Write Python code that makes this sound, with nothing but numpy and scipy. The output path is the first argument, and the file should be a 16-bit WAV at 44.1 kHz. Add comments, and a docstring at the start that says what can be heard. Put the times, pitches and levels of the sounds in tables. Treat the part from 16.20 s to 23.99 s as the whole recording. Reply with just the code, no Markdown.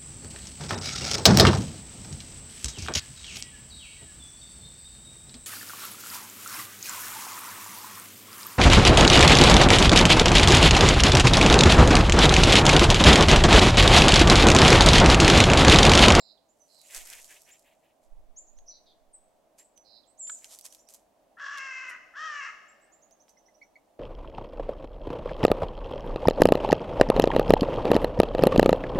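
"""Over a far rush that grows slightly, small birds chirp and sing at the edge of a winter wood.
Soon beaks and claws tap on seed and gravel; one crow takes off, scattering grit, and flaps away.
Lone chirps and trills follow, then the other crow snatches at the seed and hops back over the stones.
A crow caws twice among the trees, and near the end a small bird gives a few low chucks.
Filtered noise makes air, grit and wings; gliding tones make birds; damped tones make taps; pulses make caws."""
import sys
import numpy as np
from scipy import signal
from scipy.fft import rfft, irfft, next_fast_len
from scipy.io import wavfile
from scipy.ndimage import uniform_filter1d

SR = 44100
rng = np.random.default_rng(int(sys.argv[2]) if len(sys.argv) > 2 else 0)


def master_out(mix):
    """Clip the mix to full scale and print it as 16-bit PCM to the path in sys.argv[1]."""
    frames = np.transpose(np.atleast_2d(mix))
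    ceiling = np.clip(frames, -1, 1)
    pcm = np.round(ceiling * 32767).astype(np.int16)
    wavfile.write(sys.argv[1], SR, pcm)


N = 343539
CUTOFF_HZ = 15900  # top of the sound


def from_db(db):
    """Turn decibels into gain."""
    return 10 ** (np.asarray(db) / 20)


def rms_one(x):
    """Scale a signal to unit power."""
    return x / np.sqrt(np.mean(x ** 2) + 1e-20)


def columns_at(rows, t):
    """Read each column of a curve at the times t."""
    s, *columns = np.transpose(rows)
    return [np.interp(t, s, c) for c in columns]


def add(out, s, sound, pan_db=0):
    """Mix a sound in at a time and a place; positive pan_db makes the left louder."""
    i = round(s * SR)
    part = sound[..., max(0, -i):N - i]
    first = max(0, i)
    out[:, first:first + part.shape[-1]] += part * from_db([[pan_db / 2], [-pan_db / 2]])


def over_hz(points, size):
    """Spread a curve over the FFT's frequencies, with straight lines on a log pitch scale."""
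    hz, value = np.transpose(points)
    grid = np.arange(size // 2 + 1) * SR / size
    return np.interp(np.log(np.maximum(grid, 1)), np.log(hz), value)


def coloured(x, spectrum):
    """Filter a signal by a spectrum in dB, then scale it to unit power."""
    size = next_fast_len(x.shape[-1])
    filtered = irfft(rfft(x, size) * from_db(over_hz(spectrum, size)), size)
    return rms_one(filtered[..., :x.shape[-1]])


def stereo_noise(size, alike):
    """White noise that the two channels partly share."""
    mid, side = rng.standard_normal((2, size))
    alike = np.clip(alike, 0, 1)
    return rms_one(np.sqrt(1 + alike) * mid + np.sqrt(1 - alike) * side * [[1], [-1]])


def drift(size, rate):
    """Wander between random values, drawn at the given rate per second with a spread of 1."""
    knots = rng.standard_normal(int(size / SR * rate) + 2)
    return np.interp(np.arange(size) * rate / SR, np.arange(len(knots)), knots)


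def resonance(x, hz, width_hz):
    """Let through one band of pitches, at unit gain in its middle."""
    edges = np.clip([hz - width_hz / 2, hz + width_hz / 2], 20, .48 * SR)
    return signal.sosfilt(signal.butter(2, edges, "band", fs=SR, output="sos"), x)


def note(hz, edge):
    """A pure tone along a pitch curve, fading in and out over a share of its length."""
    tone = np.sin(2 * np.pi * np.cumsum(hz) / SR)
    return np.sqrt(2) * tone * signal.windows.tukey(len(hz), np.clip(edge, .05, 1))


def woods(x, near_db, near_t60, far_db, far_t60, alike):
    """Ground and near trunks scatter a short echo, the deeper wood a long one."""
    t = np.arange(int(1.2 * SR)) / SR
    near, far = (rms_one(from_db(-60 * t / t60)) / np.sqrt(len(t)) for t60 in (near_t60, far_t60))
    fading = from_db(near_db) * near + from_db(far_db) * far
    echo = stereo_noise(len(t), alike) * fading * (t > .003)
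    return x + signal.fftconvolve(x, echo, axes=1)[:, :N]


def swells(rows):
    """Gain of overlapping bursts, each gaining 20 dB in its rise time and losing 20 dB in its fall time."""
    t = np.arange(N) / SR
    power = 0
    for s, db, rise, fall in rows:
        steps = np.maximum((s - t) / rise, (t - s) / fall)
        power = power + from_db(db - 20 * np.minimum(steps, 10)) ** 2
    return np.sqrt(power)


# Tone colour of the far rush. Each row: pitch in Hz, relative level per Hz in dB.
RUSH_COLOUR = [(15, -28), (25, -7.5), (117, -17.5), (236, -7.5), (263, -8.5), (326, -4), (354, -18),
               (384, -8), (476, -9.5), (624, -1), (1400, -23), (5000, -31), (6050, -30), (8360, -31),
               (16000, -35)]
# Loudness of the rush over time. Each row: time in seconds, level in dB.
RUSH_LOUDNESS = [(0, -68), (6.2, -65), (7.8, -65)]
# How alike left and right are in the rush. 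Each row: pitch in Hz, likeness from 0 to 1.
RUSH_LIKENESS = [(30, 0.32), (100, 0.79), (300, 0.47), (650, 0.68), (1500, 0.35), (4000, 0.49),
                 (14000, 0.23)]


def far_rush():
    """The open air's far rush is noise whose left-right likeness depends on pitch."""
    t, size = np.arange(N) / SR, next_fast_len(N)
    mid, side = rfft(rng.standard_normal((2, size)))
    alike = np.clip(over_hz(RUSH_LIKENESS, size), 0, 1)
    spectrum = np.sqrt(1 + alike) * mid + np.sqrt(1 - alike) * side * [[1], [-1]]
    air = irfft(spectrum, size)[:, :N]
    loudness = from_db(columns_at(RUSH_LOUDNESS, t)[0])
    return loudness * coloured(air, RUSH_COLOUR) * from_db([[-.7], [.7]])


# Puffs of air. Each row: peak time in seconds, level in dB, rise in seconds, fall in seconds.
AIR_PUFFS = [(.78, -49.5, 0.036, .13), (.95, -60.5, .04, .25), (1.93, -45, .06, 0.32),
             (2.38, -51, 0.14, 0.21), (2.85, -67, 0.56, 0.49)]
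# Tone colour of the puffs, mostly deep. Each row: pitch in Hz, relative level per Hz in dB.
PUFF_COLOUR = [(12, 4), (25, -3.5), (40, -13), (65, -26.5), (150, -42.5), (1000, -94)]


def air_puffs():
    """Puffs of air on the microphone are swells of low noise, nearly unrelated left and right."""
    noise = coloured(stereo_noise(N, alike=0.11), PUFF_COLOUR)
    return swells(AIR_PUFFS) * noise * from_db([[-2], [4]])


# Low chucks of one bird. Each row: start in seconds, length in seconds, middle pitch in Hz, level in dB.
LOW_CHUCKS = [(7.167, 0.012, 2130, -67), (7.283, 0.0097, 2060, -64), (7.412, 0.023, 2276, -51),
              (7.554, 0.015, 2248, -53)]


def chucks():
    """Short, low notes arch in pitch, with faint overtones at two and three times the pitch."""
    out = np.zeros((2, N))
    for s, length, hz, db in LOW_CHUCKS:
        arc = hz * (1 - 0.18 * np.linspace(-1, 1, int(length * SR)) ** 2)
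        overtones = from_db(-22) * note(2 * arc, edge=0.62) + from_db(-27) * note(3 * arc, edge=1)
        add(out, s, from_db(db) * (note(arc, edge=0.6) + overtones), pan_db=-1.5)
    return out


def trill(length, first, last, swing, rate, db, swell_db, throb=0.55, quiver=0.121):
    """The pitch swings quickly about a line, and the sound is loudest at the foot of each swing."""
    t = np.arange(int(length * SR)) / SR
    warble = -np.cos(2 * np.pi * rate * t)
    hz = np.linspace(first, last, len(t)) + swing * (warble + quiver * drift(len(t), 196.3))
    loudness = from_db(db + swell_db * (t / length - .5)) * (1 - throb * warble) / 2
    return loudness * note(hz, edge=0.42)


# Lone trills. Each row: start in seconds, length in seconds, first pitch in Hz, last pitch in Hz,
# swing in Hz, warbles per second, level in dB, change of level from start to end in dB.
LONE_TRILLS = [(2.498, 0.093, 4690, 4400, 547, 140, -55.5, 2),
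               (2.655, 0.085, 4420, 4100, 750, 166, -60.5, -5),
               (4.076, 0.089, 7660, 7700, 725, 38, -36.5, -4)]


def trills():
    """Short trills come from nearly straight ahead."""
    out = np.zeros((2, N))
    for s, *shape in LONE_TRILLS:
        add(out, s, trill(*shape), pan_db=-.7)
    return out


def chirp(length, hz, db, shape, scoop=0.193, quiver=0.0094):
    """A chirp follows an arc of pitch, swelling and fading."""
    u, (first, last) = np.linspace(0, 1, int(length * SR)), shape
    arc = hz * np.polyval(np.polyfit([0, .5, 1], [first, 1, last], 2), u)
    swoop = 1 - scoop * (first < 1) * np.exp(-10 * u)  # a chirp with a low first pitch swoops up to its arc
    return from_db(db) * note(arc * swoop * (1 + quiver * drift(len(u), 500)), edge=0.85)


# shapes of a chirp: first and last pitch of the arc as multiples of the middle one
RISE, ARCH, FLICK = (.86, 1.04), (.8, .77), (1.22, .82)
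# Runs of rising chirps. Each row: start in seconds, period of the later notes in seconds,
# first pitch in Hz, level in dB, left over right in dB.
CHIRP_RUNS = [(.515, 0.083, 8100, -63.5, -11), (2.147, 0.085, 7300, -62, -6.5),
              (3.856, .083, 8000, -60, -11), (6.597, .085, 7900, -61.5, -8)]
# The number of chirps in each run, one for each row above.
CHIRP_COUNTS = [10, 5, 10, 10]
# note lengths at first and at last, extra time spread over the early gaps (seconds); share of slowness kept per note
RUN_FIRST_S, RUN_LAST_S, RUN_LINGER_S, RUN_HURRY = .075, .034, .06, .5
RUN_FADE_DB, RUN_SOFT_START_DB = 0.8, -9  # lost per note; the first note is softer
RUN_LAST_HZ, RUN_SINK = 5800, .65  # share of the distance to the last pitch kept per note


def chirp_runs():
    """A run starts high and slow and settles towards a quick, even repeat on a lower pitch."""
    out = np.zeros((2, N))
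    for (s, period, first_hz, db, pan_db), count in zip(CHIRP_RUNS, CHIRP_COUNTS):
        for k in range(count):
            slow = RUN_HURRY ** k
            length = RUN_LAST_S + (RUN_FIRST_S - RUN_LAST_S) * slow
            hz = RUN_LAST_HZ + (first_hz - RUN_LAST_HZ) * RUN_SINK ** k
            note_db = db - RUN_FADE_DB * k + RUN_SOFT_START_DB * (k == 0)
            start = s + k * period + RUN_LINGER_S * (1 - slow)
            add(out, start, chirp(length, hz, note_db, RISE), pan_db)
    return out


FALL_S, WHISTLE_FADE_S = .013, 0.046  # time constant of the fall; fading in and out together


def whistle(length, hz, db, fall, quiver=.009):
    """A thin tone drops quickly onto a pitch and holds it."""
    t = np.arange(int(length * SR)) / SR
    pitch = hz * (1 + fall * np.exp(-t / FALL_S) + quiver * drift(len(t), 500))
    return from_db(db) * note(pitch, edge=WHISTLE_FADE_S / length)


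# Single chirps that rise. Each row: start in seconds, length in seconds, middle pitch in Hz, level in dB,
# left over right in dB.
RISING_CHIRPS = [(-.012, 0.037, 7300, -57.5, 1), (.28, 0.047, 7180, -70, -8), (1.302, 0.043, 7280, -56, 2),
                 (2.158, .052, 7050, -46, 1), (3.379, .041, 7390, -56.5, 0), (4.578, 0.054, 7100, -65, 3)]
# Single chirps that rise and sink again. Each row: the same columns as above.
ARCHED_CHIRPS = [(2.472, .045, 6060, -46, -1), (6.474, 0.041, 7550, -63, -4)]
# Thin falling whistles. Each row: start in seconds, length in seconds, held pitch in Hz, level in dB,
# left over right in dB.
FALLING_WHISTLES = [(2.927, .042, 7580, -50, 0), (3.437, 0.032, 7340, -62.5, 1),
                    (3.985, .112, 7220, -41, 0)]


def lone_chirps():
    """Single calls rise, arch, or fall onto a held pitch."""
    out = np.zeros((2, N))
    for rows, shape in ((RISING_CHIRPS, RISE), (ARCHED_CHIRPS, ARCH)):
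        for s, length, hz, db, pan_db in rows:
            add(out, s, chirp(length, hz, db, shape), pan_db)
    for s, length, hz, db, pan_db in FALLING_WHISTLES:
        add(out, s, whistle(length, hz, db, fall=.3), pan_db)
    return out


# Songs. Each row: start in seconds, level in dB, warbles per second in the buzz.
BIRD_SONGS = [(-.113, -57, 107), (.387, -61, 92), (3.55, -56.5, 110)]
# The whistle of a song: seconds into the song, length in seconds, pitch in Hz, level against the song in dB,
# fall as a share of the pitch.
WHISTLE_PART = (.003, .06, 5970, -6, .08)
# When the buzz sounds: seconds into the song, length in seconds.
BUZZ_TIME = (.083, .175)
# The buzz: first pitch in Hz, last pitch in Hz, swing in Hz, growth from start to end in dB.
BUZZ_PART = (4800, 4520, 680, 8)
# The flick: seconds into the song, length in seconds, middle pitch in Hz, level against the song in dB.
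FLICK_PART = (.281, .018, 3600, -14)
SONG_PAN_DB = -11.5


def songs():
    """A bird on the right repeats a phrase: a nearly level whistle, a swelling buzz, a flick downwards."""
    out = np.zeros((2, N))
    for s, db, rate in BIRD_SONGS:
        lag, length, hz, note_db, fall = WHISTLE_PART
        add(out, s + lag, whistle(length, hz, db + note_db, fall), SONG_PAN_DB)
        lag, length = BUZZ_TIME
        first, last, swing, swell_db = BUZZ_PART
        add(out, s + lag, trill(length, first, last, swing, rate, db, swell_db), SONG_PAN_DB)
        lag, length, hz, note_db = FLICK_PART
        add(out, s + lag, chirp(length, hz, db + note_db, FLICK), SONG_PAN_DB)
    return out


def small_birds():
    """The singers sit among the trees; the chucking bird is nearer and drier."""
    singers = chirp_runs() + lone_chirps() + songs() + trills()
    distant = woods(singers, near_db=-6, near_t60=0.19, far_db=-11.5, far_t60=.6, alike=0.27)
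    return distant + woods(chucks(), near_db=-3.0, near_t60=0.07, far_db=-24, far_t60=0.39, alike=.4)


# Grit scattered by the take-off and shifting under the feet. Each row: peak time in seconds, level in dB,
# rise in seconds, fall in seconds.
GRIT_BURSTS = [(.72, -56.5, .2, .2), (.76, -40.5, 0.057, 0.088), (.91, -49, 0.35, 0.42),
               (1.11, -55, .06, 0.14), (1.285, -64, .04, .12), (1.835, -72, .03, .08),
               (3.387, -57.5, 0.012, 0.066), (4.075, -59.5, .035, 0.46), (4.245, -58, 0.064, .3),
               (4.33, -48.5, .07, .07), (4.39, -64, .15, .15), (4.453, -42, 0.016, 0.029),
               (4.54, -58.5, 0.16, .1), (4.698, -55.5, .015, .1), (4.75, -55.5, .04, .04),
               (5.385, -60, 0.021, 0.027), (5.697, -54, .02, 0.035), (7.095, -64.5, 0.023, 0.037)]
# Tone colour of the grit. Each row: pitch in Hz, relative level per Hz in dB.
GRIT_TONE = [(200, -28), (500, -1.5), (900, -2), (1700, -8), (4400, -1), (7500, 8), (10200, 1.5),
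             (12000, 5), (12700, -21), (16000, -16)]


def grit(grains_per_s=1100, spread_db=3.5, rustle=0.87):
    """Tiny collisions of seed and grit, each from its own side, sound over a soft rustle."""
    sizes = from_db(spread_db * np.minimum(rng.exponential(1, N), 4)) * rng.choice([-1, 1], N)
    hits = rng.random(N) < grains_per_s / SR
    grains = sizes * hits * (1 + .5 * rng.standard_normal((2, N)))
    mixture = rms_one(grains) + rustle * stereo_noise(N, alike=0.76)
    return swells(GRIT_BURSTS) * coloured(mixture, GRIT_TONE) * from_db([[-.7], [.7]])


# Touches of beak and claws on seed and stones. Each row: start in seconds, peak level in dB, pitch in Hz.
TOUCHES = [(.615, -40, 7800), (.709, -38, 7360), (0.7474, -25.5, 7400), (0.764, -28.5, 7300),
           (.872, -33.5, 8400), (.901, -29, 10200), (.929, -34, 3660), (.934, -30, 6640),
           (1.0445, -34, 7400), (1.219, -40, 10800), (1.394, -48, 10900), (2.3876, -48, 4200),
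           (3.385, -48.5, 6000), (3.576, -45.5, 6100), (4.073, -42.5, 3200), (4.0976, -32, 3750),
           (4.2443, -31, 5000), (4.388, -34.5, 8800), (4.394, -40, 7300), (4.411, -35, 9100),
           (4.456, -33, 6370), (4.4632, -28, 6620), (4.525, -38.5, 6300), (4.548, -39, 7600),
           (4.688, -40, 5800), (4.738, -38.5, 10900), (4.745, -37.5, 10600), (5.375, -33, 3380),
           (5.383, -30, 4100), (6.91, -52.5, 7050), (7.082, -49.5, 2500), (7.094, -48.5, 6140)]
# Ringing of a struck pebble or seed. Each row: multiple of its pitch, level in dB,
# time to fade by 60 dB in seconds.
PEBBLE_RING = [(.58, -10, .004), (.93, -8, .005), (1.08, -7, .005), (1.47, -9, .004)]


def taps(crack=0.74, crack_t60=0.015):
    """Each touch is a dry crack, coloured by the stone, and a few quickly damped tones."""
    out, t = np.zeros((2, N)), np.arange(int(.04 * SR)) / SR
    for s, db, hz in TOUCHES:
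        ring = 0
        for ratio, level, t60 in PEBBLE_RING:
            mode_hz = min(ratio * hz, CUTOFF_HZ) * rng.uniform(0.87, 1.01)
            ring = ring + from_db(level - 60 * t / t60) * np.sin(2 * np.pi * mode_hz * t)
        snap = stereo_noise(len(t), alike=0.64) * from_db(-60 * t / crack_t60)
        edges = np.clip([0.45 * hz, 1.52 * hz + 2000], 100, 13000)
        band = signal.butter(2, edges, "band", fs=SR, output="sos")
        tap = signal.sosfilt(band, ring + crack * snap)
        add(out, s, from_db(db) * tap / np.abs(tap).max(), pan_db=rng.normal(-3.5, 1))
    return out


# Ringing of the beak. Each row: pitch in Hz, relative level in dB, time to fade by 60 dB in seconds.
BEAK_RING = [(950, -13, 0.023), (1330, -3, 0.034), (1490, 0, 0.031), (1655, -4, 0.039), (2310, -12, .02),
             (4020, -9, .015)]
KNOCK_S, KNOCK_DB, KNOCK_ATTACK_S = 4.094, -33.5, 0.0022


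def knock():
    """The beak rings briefly, like wood, as it stabs into the heap of seed."""
    out, t = np.zeros((2, N)), np.arange(int(.08 * SR)) / SR
    ring = sum(from_db(db - 60 * t / t60) * np.sin(2 * np.pi * hz * t) for hz, db, t60 in BEAK_RING)
    attack = np.minimum(t / KNOCK_ATTACK_S, 1) ** 2
    add(out, KNOCK_S, from_db(KNOCK_DB) * attack * ring, pan_db=-4.0)
    return out


FLIGHT_S, WINGBEAT_S, WINGBEATS = .758, .179, 6  # first downstroke, period, number
FLIGHT_DB, RECEDING_DB_PER_S, RECEDING_DB_PER_S2 = -48, 11, 18  # the bird gathers speed as it leaves
STROKE_HALF_S, STROKE_HZ, STROKE_HZ_PER_S = .02, 2030, 360  # the swish rises as the bird speeds up
UPSTROKE_LAG_S, UPSTROKE_HALF_S, UPSTROKE_DB, UPSTROKE_HZ = .051, .016, -4, 2450


def flight():
    """Even wingbeats have a downstroke and a softer upstroke each, fading with distance."""
    strokes = []
    for t in WINGBEAT_S * np.arange(WINGBEATS):
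        db = FLIGHT_DB - RECEDING_DB_PER_S * t - RECEDING_DB_PER_S2 * t ** 2
        strokes.append((FLIGHT_S + t, STROKE_HALF_S, db, STROKE_HZ + STROKE_HZ_PER_S * t))
        strokes.append((FLIGHT_S + t + UPSTROKE_LAG_S, UPSTROKE_HALF_S, db + UPSTROKE_DB, UPSTROKE_HZ))
    return strokes


# Single flicks of a wing. Each row: peak time in seconds, half length in seconds, level in dB,
# pitch of the swish in Hz.
SINGLE_FLICKS = [(.657, .014, -64.5, 2630), (0.712, .014, -54.5, 2500), (.892, 0.03, -56, 2130),
                 (3.407, .015, -66, 2200), (4.245, .022, -65.5, 2050), (4.325, .016, -56.5, 4360),
                 (4.471, .009, -67, 2500)]
# Tone colour of a swish. Each row: multiple of the swish pitch, relative level per Hz in dB.
SWISH_COLOUR = [(.1, -16), (.25, -6.5), (.6, -13), (.76, 2), (1.15, 3), (1.55, -5), (2.4, -24), (5, -14.5)]


def wings():
    """Air hisses through the flight feathers, swelling and fading with each stroke."""
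    out = np.zeros((2, N))
    for s, half, db, hz in flight() + SINGLE_FLICKS:
        u = np.linspace(-3, 3, int(6 * half * SR))  # time in half lengths from the peak
        colour = [(ratio * hz, level) for ratio, level in SWISH_COLOUR]
        swish = coloured(stereo_noise(len(u), alike=1.0), colour)
        add(out, s - 3 * half, from_db(db) * np.exp(-u ** 2 / 2) * swish, pan_db=-.5)
    return out


CAW_ATTACK_S, CAW_ATTACK_DB, CAW_RELEASE_S, CAW_RELEASE_DB = .022, -27, 0.029, -7
# roughness 0-1 of the hoarse and the clear voice; time it takes to clear; length of the broken ending
HOARSE, CLEAR, CLEARING_S, BREAK_S = .92, .37, .08, .075
# the throat opens partway through a caw
BEAK_NARROW_DB, BEAK_WIDE_DB, BEAK_OPEN_S, BEAK_OPENING_S = -7.5, 4.5, .19, 0.058


def caw_gesture(s, length, db, fade_db_per_s, hoarse_s, pitch):
    """A caw starts hoarse, clears, opens its throat partway, and breaks up at its end."""
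    t = np.arange(int(length * SR)) / SR
    left = length - t
    attack_db = CAW_ATTACK_DB * np.exp(-t / CAW_ATTACK_S)
    release_db = CAW_RELEASE_DB * np.exp(-left / CAW_RELEASE_S)
    level_db = db - fade_db_per_s * t + attack_db + release_db
    clear = np.clip(np.minimum(t - hoarse_s, left - BREAK_S) / CLEARING_S + .5, 0, 1)
    rough = HOARSE + (CLEAR - HOARSE) * clear
    opened = (1 + np.tanh((t - BEAK_OPEN_S) / BEAK_OPENING_S)) / 2
    opening_db = BEAK_NARROW_DB + (BEAK_WIDE_DB - BEAK_NARROW_DB) * opened
    return columns_at(pitch, s + t)[0], level_db, rough, opening_db


# Resonances of the crow's throat. Each row: pitch in Hz, width in Hz, level in dB,
# dB gained per dB of opening.
THROAT_BANDS = [(1300, 338, 0.5, 0.18), (1690, 237, 0.5, -0.36), (1972, 380, -4, 1.4), (2716, 340, -7.5, 1),
                (3246, 380, -22, -1), (4620, 1900, -26.5, 0.04), (5670, 820, -17.5, 0.37),
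                (6900, 1420, -24, 0.47)]


def caw(hz, level_db, rough, opening_db, jitter=0.0434, shimmer=0.55, rasp=1.0, flutter=330,
        wobble=0.016, pulse_hz=5200, hiss=0.47, full_db=-40, dull=0.97):
    """Uneven pulses of the syrinx, with a rasp in each cycle and hoarse air on top, sound through the throat."""
    size = len(hz)
    unsteady = jitter * drift(size, flutter) + wobble * drift(size, 69.95)
    phase = 2 * np.pi * np.cumsum(hz * (1 + rough * unsteady)) / SR
    pulses = sum(np.cos(k * phase) / np.sqrt(1 + (k * hz / pulse_hz) ** 6) for k in range(1, 17)) / 3
    air = (1 + np.cos(phase)) * rng.standard_normal(size)
    uneven_pulses = pulses * (1 + shimmer * rough * drift(size, 700))
    source = uneven_pulses + rasp * rough * air + hiss * resonance(air, 6600, 7800)
    tilt_db = dull * np.minimum(level_db - full_db, 0)  # per octave: a weak voice is a dull one
    voice = from_db(-19) * resonance(air, 656, 270)     # a faint low huff
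    for k, (centre, width, db, share) in enumerate(THROAT_BANDS):
        gain = from_db(db + share * opening_db + tilt_db * max(np.log2(centre / 1500), 0))
        voice = voice + (-1) ** k * gain * resonance(source, centre, width)
    # even out the loudness over 25 ms, so that level_db alone sets it
    steady = voice / np.sqrt(np.abs(uniform_filter1d(voice ** 2, size=1100)) + 1e-12)
    return from_db(level_db) * steady


# The two caws. Each row: start in seconds, length in seconds, level in dB, fading in dB per second,
# seconds into the caw when the hoarse start is half cleared.
TWO_CAWS = [(5.165, .6, -37.5, 8, .21), (5.933, .38, -36, 9, 0.031)]
# The first caw's pitch scoops up, then sags. Each row: time in seconds, pitch in Hz.
FIRST_CAW_PITCH = [(5.165, 405.7), (5.207, 551.3), (5.215, 566.0), (5.353, 563.0), (5.377, 547.4),
                   (5.581, 515.6), (5.629, 529.4), (5.645, 511.7), (5.765, 504.6)]
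# The second caw's pitch scoops up, sags and collapses. Each row: time in seconds, pitch in Hz.
SECOND_CAW_PITCH = [(5.933, 397.5), (5.959, 526.0), (5.975, 585.4), (6.033, 637.6), (6.187, 571.5),
                    (6.245, 533.3), (6.287, 423.4), (6.313, 424.2)]


def crow_calls():
    """Two caws come from the trees, a little to the left, with a long echo."""
    out = np.zeros((2, N))
    for row, pitch in zip(TWO_CAWS, (FIRST_CAW_PITCH, SECOND_CAW_PITCH)):
        add(out, row[0], caw(*caw_gesture(*row, pitch)), pan_db=2.0)
    return woods(out, near_db=-11, near_t60=.3, far_db=-7.5, far_t60=1.1, alike=.55)


def scene():
    """The crows on the gravel are close and nearly dry; the calls come from the wood."""
    background = far_rush() + air_puffs() + small_birds()
    gravel = grit() + taps() + knock() + wings()
    close = woods(gravel, near_db=-8, near_t60=.03, far_db=-17, far_t60=.35, alike=.3)
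    return background + close + crow_calls()


def record(dry, notch_width_hz=14, hum_hz=60):
    """A hum filter cuts narrow notches in the bass, and a steep filter cuts the top."""
    for k in range(1, 9):
        notch = signal.iirnotch(k * hum_hz, k * hum_hz / notch_width_hz, fs=SR)
        dry = signal.lfilter(*notch, dry)
    return signal.sosfilt(signal.ellip(10, .2, 70, CUTOFF_HZ, fs=SR, output="sos"), dry)


dry = scene()
out = record(dry)
master_out(out)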